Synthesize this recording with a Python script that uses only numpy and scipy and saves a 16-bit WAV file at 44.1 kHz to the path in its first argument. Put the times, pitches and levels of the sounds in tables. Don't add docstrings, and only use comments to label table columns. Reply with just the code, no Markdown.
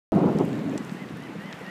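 import sys
import numpy as np
from scipy import signal
from scipy.fft import rfft, irfft, next_fast_len
from scipy.io import wavfile
from scipy.ndimage import uniform_filter1d, map_coordinates

SR = 44100
rng = np.random.default_rng(int(sys.argv[2]) if len(sys.argv) > 2 else 0)


def store_wav(level_fs):
    pcm = np.round(np.clip(np.atleast_2d(level_fs), -1, 1) * 32767)
    wavfile.write(sys.argv[1], SR, pcm.T.astype(np.int16))


def linear_from_db(decibels):
    return 10 ** (np.asarray(decibels, float) / 20)


N = 74970


def unit(x):
    return x / np.sqrt(np.mean(x ** 2) + 1e-20)


def wobble(rate):
    return map_coordinates(rng.standard_normal(400), [np.arange(N) * rate / SR], mode="wrap")


def coloured(x, points):
    m = next_fast_len(N + 8192)
    hz, db = np.transpose(points)
    log_bins = np.log(np.fft.rfftfreq(m, 1 / SR) + 1)
    gain = linear_from_db(np.interp(log_bins, np.log(hz), db))
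    return unit(irfft(rfft(x, m) * gain, m)[:N])


def grains(per_s, scatter_db):
    chance = rng.random(N)
    sign, size = rng.standard_normal((2, N))
    return (chance < per_s / SR) * sign * linear_from_db(scatter_db * size)


def even(x):
    span_s = .07
    power = uniform_filter1d(x ** 2, size=round(span_s * SR))
    power = uniform_filter1d(power, size=round(span_s * SR / 2))
    return x / np.sqrt(np.abs(power) + 1e-9)


def surf():
    # (frequency [Hz], level [dB per Hz])
    hiss_colour = [(250, -17), (500, 1), (1000, 2), (2000, -0.5), (3200, -8), (5000, -17), (8000, -23.5),
                   (15500, -31.5)]
    # (time [s], level [dB])
    swell = [(.12, 0.5), (.4, 0.5), (.65, 0), (.9, 0), (1.1, -1.5), (1.3, -1.5), (1.5, 0), (1.7, .5)]
    # (time [s], level over the hiss [dB], half length [s])
    wavelets = [
        (0.474, -18, 0.17),
        (.88, -18, 0.19),
    ]
    level_db, foam_per_s, foam_db, foam_hz = -45, 250, -69.5, 6060
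    t = np.arange(N) / SR

    z = signal.stft(rng.standard_normal(N + 512), nperseg=512)[2]
    field = uniform_filter1d(rng.standard_normal(z.shape), size=8, axis=0)
    field = uniform_filter1d(field, size=10, axis=1)
    patchy = signal.istft(z * linear_from_db(1.04 * unit(field)), nperseg=512)[1][:N]
    hiss = coloured(patchy, hiss_colour)

    run_up = sum(linear_from_db(db) * np.exp(-((t - s) / half) ** 2) for s, db, half in wavelets)
    fizz_colour = [(2500, -28), (5000, -6), (7500, 3.5), (11000, -13), (15500, -8)]
    fizz = coloured(rng.standard_normal(N), fizz_colour)
    foam = coloured(grains(foam_per_s, 1.7), [(foam_hz / 4, -30), (foam_hz, 0), (15500, -8)])
    surf_level = linear_from_db(level_db + np.interp(t, *np.transpose(swell)))
    return surf_level * (hiss + run_up * fizz) + linear_from_db(foam_db) * foam


def gull():
    # (start [s], top [s], end [s], top pitch [Hz], level [dB])
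    calls = [
        (.484, .548, .565, 898, -50),
        (.712, .797, .83, 1002, -51.5),
        (.955, 1.015, 1.056, 1032, -48),
        (1.163, 1.245, 1.288, 1024, -49.5),
        (1.392, 1.475, 1.538, 1028, -46),
        (1.656, 1.735, 1.8, 1015, -42),
    ]
    # (multiple of the pitch, level [dB])
    throat = [(1, -20), (2, 0), (3, -9.5), (4, -27), (5, -20), (6, -24)]
    facing = [-8, -5, -1, 4.5, -4, -10]
    rises = [.22, .15, .135, .145, .11, .085]
    falls = [.05, .12, .18, .22, .27, .26]
    attack_s, release_s, waver_share, flutter_db = .006, .008, .0015, .8
    swing, bend = 1.7, 2.2
    scoop, scoop_s = .06, .003
    close_db, push_db = -8, -1

    out, t = np.zeros(N), np.arange(N) / SR
    waver = waver_share * wobble(59.4)
    flutter = linear_from_db(flutter_db * np.array([wobble(40.5) for _ in throat]))
    for (s, top, end, hz, db), facing_db, rise, fall in zip(calls, facing, rises, falls):
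        before = np.clip((top - t) / (top - s), 0, 1)
        after = np.clip((t - top) / (end - top), 0, 1)
        climb = rise * np.sin(np.pi / 2 * before) ** swing
        drop = fall * after ** bend
        slide = scoop * np.exp(-np.abs(t - s) / scoop_s)
        pitch = hz * (1 - climb - drop - slide + waver)
        phase = 2 * np.pi * np.cumsum(pitch) / SR
        beak_db = facing_db + close_db * (1 - before) ** 3
        voice = np.zeros(N)
        for (k, partial_db), partial_flutter in zip(throat, flutter):
            gain = linear_from_db(partial_db + beak_db * (k > 3.5))
            voice += gain * partial_flutter * np.sin(round(k) * phase)
        shape = np.clip((t - s) / attack_s, 0, 1) * np.clip((end - t) / release_s, 0, 1)
        out += linear_from_db(db + 0.5 + push_db * before) * shape * voice
    return out


def case_ticks():
    # (time [s], peak level [dB], centre [Hz], width [octaves])
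    ticks = [(.1522, -42.5, 10400, 0.87), (.1635, -43, 7000, 1), (.1919, -44, 7000, 1),
             (.3702, -49, 8500, .8), (.387, -38, 4500, .35), (.387, -34, 8800, 1.2), (.4013, -42, 6100, .5),
             (.452, -39, 10200, .7), (0.53, -32.5, 2840, 0.34), (0.5307, -40, 5200, 0.89),
             (.5546, -41, 8950, 1.9), (.5926, -40, 4760, 0.42), (.5926, -49, 10500, .8),
             (.5985, -38, 2300, .4), (.6964, -41, 6300, .3), (.7396, -43, 6500, .45),
             (.7666, -52, 8000, .4), (0.7768, -33, 6430, 0.61), (.7788, -34, 2680, .9),
             (0.7828, -38, 6940, 0.45), (.849, -37, 8200, .7), (.8953, -34.5, 4100, 1.3),
             (.9162, -47, 9000, .9), (.9524, -47, 6000, 1.6), (1.0882, -38, 3800, 1.1),
             (1.1257, -49, 12500, .8), (1.1624, -47, 5860, .5), (1.1716, -44.5, 11500, .8),
             (1.224, -46, 8500, .7), (1.2367, -43, 4300, .45), (1.2367, -47, 10500, .7),
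             (1.459, -46, 5000, .4), (1.5272, -30.5, 3620, 0.29), (1.5277, -34, 6200, 0.34),
             (1.5325, -30.5, 1730, 0.45), (1.5324, -33, 3600, 0.4), (1.591, -54, 6300, .9),
             (1.627, -54, 6800, .3), (1.665, -40.5, 4400, .4), (1.6652, -50, 8000, 1.2)]
    t60_s, onset_s = 0.0048, 0.00023
    out, t = np.zeros(N + 512), np.arange(512) / SR
    scatters = rng.standard_normal((len(ticks), 2, 11))
    for (s, db, hz, octaves), (detune, turn) in zip(ticks, scatters):
        modes_hz = hz * 2 ** (octaves * (np.linspace(-.62, .55, num=11) + 0.016 * detune))
        waves = np.sin(2 * np.pi * modes_hz[:, None] * t + 1.1 * turn[:, None])
        rings = (hz / modes_hz) @ waves
        decay = linear_from_db(-60 * t / t60_s * np.sqrt(hz / 6000))
        tick = rings * decay * (1 - np.exp(-t / onset_s))
        out[round(s * SR):][:512] += linear_from_db(db) * tick / np.abs(tick).max()
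    return out[:N]


def case_crack():
    # (frequency [Hz], level [dB])
    shell = [(2300, -14), (3500, -6.5), (4400, -8), (5900, -1.5), (7600, 2), (8400, -3), (10500, -7),
             (13500, -16)]
    crack_s, crack_db, t60_s, onset_s = .7778, -29, .0075, 0.00014
    t = np.clip(np.arange(N) / SR - crack_s, 0, None)
    ring = np.zeros(N)
    for hz, db in shell:
        ring += linear_from_db(db - 60 * t / t60_s * hz / 6000) * np.sin(2 * np.pi * hz * t)
    return linear_from_db(crack_db) * (1 - np.exp(-t / onset_s)) * ring


def wind_puffs():
    # (centre [s], peak level [dB], frequency
    # [Hz])
    puff_table = [(0.125, -23, 610.0), (0.124, -16.5, 289.7), (0.163, -13, 180.8), (0.175, -19, 690.0),
                  (0.247, -18, 179.4), (0.262, -16.5, 230.0), (0.263, -26.0, 591), (0.287, -24, 230.0),
                  (0.314, -20, 220.0), (0.353, -20.5, 298.2), (0.355, -19, 160.0), (0.378, -25, 180.0),
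                  (0.402, -22, 221.4), (0.44, -26.5, 544), (0.444, -20, 179), (0.527, -25.5, 242),
                  (0.575, -24, 289.4), (0.612, -33, 550.0), (0.623, -23.5, 241.4), (0.641, -22, 248.6),
                  (0.66, -30, 191), (0.678, -24.0, 270.0), (0.689, -34, 660.0), (0.718, -24, 270.0),
                  (0.735, -36, 513), (0.757, -34.5, 551), (0.758, -23.0, 199.6), (0.759, -47, 775),
                  (0.811, -26, 230.0), (0.925, -24.5, 190.0), (1.024, -25, 199.6), (1.048, -44, 530.0),
                  (1.114, -35.5, 299), (1.125, -37.5, 150.5), (1.141, -30.5, 150.0), (1.168, -39, 470.0),
                  (1.174, -35, 225), (1.183, -44, 435), (1.197, -41.5, 441.4), (1.203, -31.5, 220.8),
                  (1.224, -46.0, 690), (1.3, -36.5, 360.0), (1.305, -48, 867), (1.328, -48, 220.2),
                  (1.332, -45, 853), (1.356, -36.5, 436), (1.365, -28, 180.0), (1.391, -30, 180.0),
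                  (1.445, -43.5, 560.0), (1.457, -32, 190.0), (1.493, -35.0, 200.0), (1.509, -42, 219.8),
                  (1.534, -50, 700.0), (1.544, -37, 150.2), (1.615, -37.5, 463), (1.614, -36.0, 280.0),
                  (1.621, -48, 890.0), (1.641, -35.5, 200.0), (1.654, -46.0, 744), (1.684, -35.5, 201.4),
                  (.232, -18, 280),
        (0.26, -21, 227),
        (.243, -23.5, 450),
        (.412, -20, 400),
        (.49, -33, 360),
        (0.36, -26.5, 480),
        (0.143, -20, 325),
        (0.24, -25, 330),
        (.398, -36, 1250),
        (.7, -31, 170),
    ]
    half_s, common_db = 0.0054, 1
    t = np.arange(N) / SR
    events = puff_table
    out = np.zeros(N)
    for (centre_s, db, hz), turn in zip(events, rng.random(len(events))):
        burst = np.exp(-((t - centre_s) / half_s) ** 2)
        out += linear_from_db(db + common_db) * burst * np.sin(2 * np.pi * (hz * t + turn))
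    return out


def wind():
    # (time [s], strength [dB], extra turbulence at the port edge [dB])
    gust = [(.125, -23.5, 7), (.165, -19.5, 0), (.21, -22, 1), (.24, -19.5, 3), (.31, -24.5, 5),
            (.35, -22.5, -5), (.385, -23.5, 0.5), (0.404, -23.5, 7.5), (.425, -25, 2.5), (.45, -25.5, -2),
            (.62, -28.5, -4.5), (.76, -27.5, -2.5), (.82, -36, -2), (.89, -36, -2), (1.15, -38, -2),
            (1.36, -38.5, 1.5), (1.55, -43.5, 4.5), (1.7, -42, 4)]
    # (frequency [Hz], level [dB per Hz])
    port = [(25, -58), (55, -34), (120, -5), (190, 2), (300, -2.5), (500, -13.5), (900, -34.5), (2000, -68)]
    # (frequency [Hz], level [dB per Hz])
    edge = [(150, -24), (300, 1), (500, 0), (700, -3.5), (1000, -10.5), (1400, -19.5), (2200, -60),
            (4000, -68)]
    eddies_per_s, scatter_db, bed_db = 2000, 2, -2
    edge_level_db, edge_grows = -7.5, 1.222
    t = np.arange(N) / SR
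    s, db, edge_db = np.transpose(gust)
    gust_db = np.interp(t, s, db)
    lump_db = 1.2 * wobble(35.04)

    big = coloured(grains(eddies_per_s, scatter_db), port)
    big = even(linear_from_db(lump_db + 0.87 * wobble(12.0)) * big)
    small = coloured(grains(3 * eddies_per_s, scatter_db), edge)
    small = even(linear_from_db(lump_db + 1.8 * wobble(59.9)) * small)
    small_db = db.max() + edge_grows * (gust_db - db.max()) + edge_level_db + np.interp(t, s, edge_db)
    return linear_from_db(gust_db + bed_db) * big + linear_from_db(small_db) * small + wind_puffs()


def scene():
    return (surf() + gull() + case_ticks() + case_crack() + wind())[None]


def low_pass(x):
    return signal.sosfilt(signal.butter(12, 15940, fs=SR, output="sos"), x)


def record(dry):
    # (frequency [Hz], level [dB])
    mic = [(20, 0), (14500, 0), (15200, -4), (15500, -14), (15800, -40), (16000, -90)]
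    start_s, jolt_db, jolt_s, ceiling = .12038, -24, .0025, 0.6
    t = np.arange(N) / SR - start_s
    heard = coloured(dry[0], mic) * np.std(dry)
    heard = heard / (1 + np.abs(heard / ceiling) ** 4) ** (1 / 4)
    settle = np.exp(-np.abs(t) / jolt_s)
    heard = heard * (1 - settle) + linear_from_db(jolt_db) * settle
    return low_pass((heard * (t > 0))[None])


dry = scene()
out = record(dry)
store_wav(out)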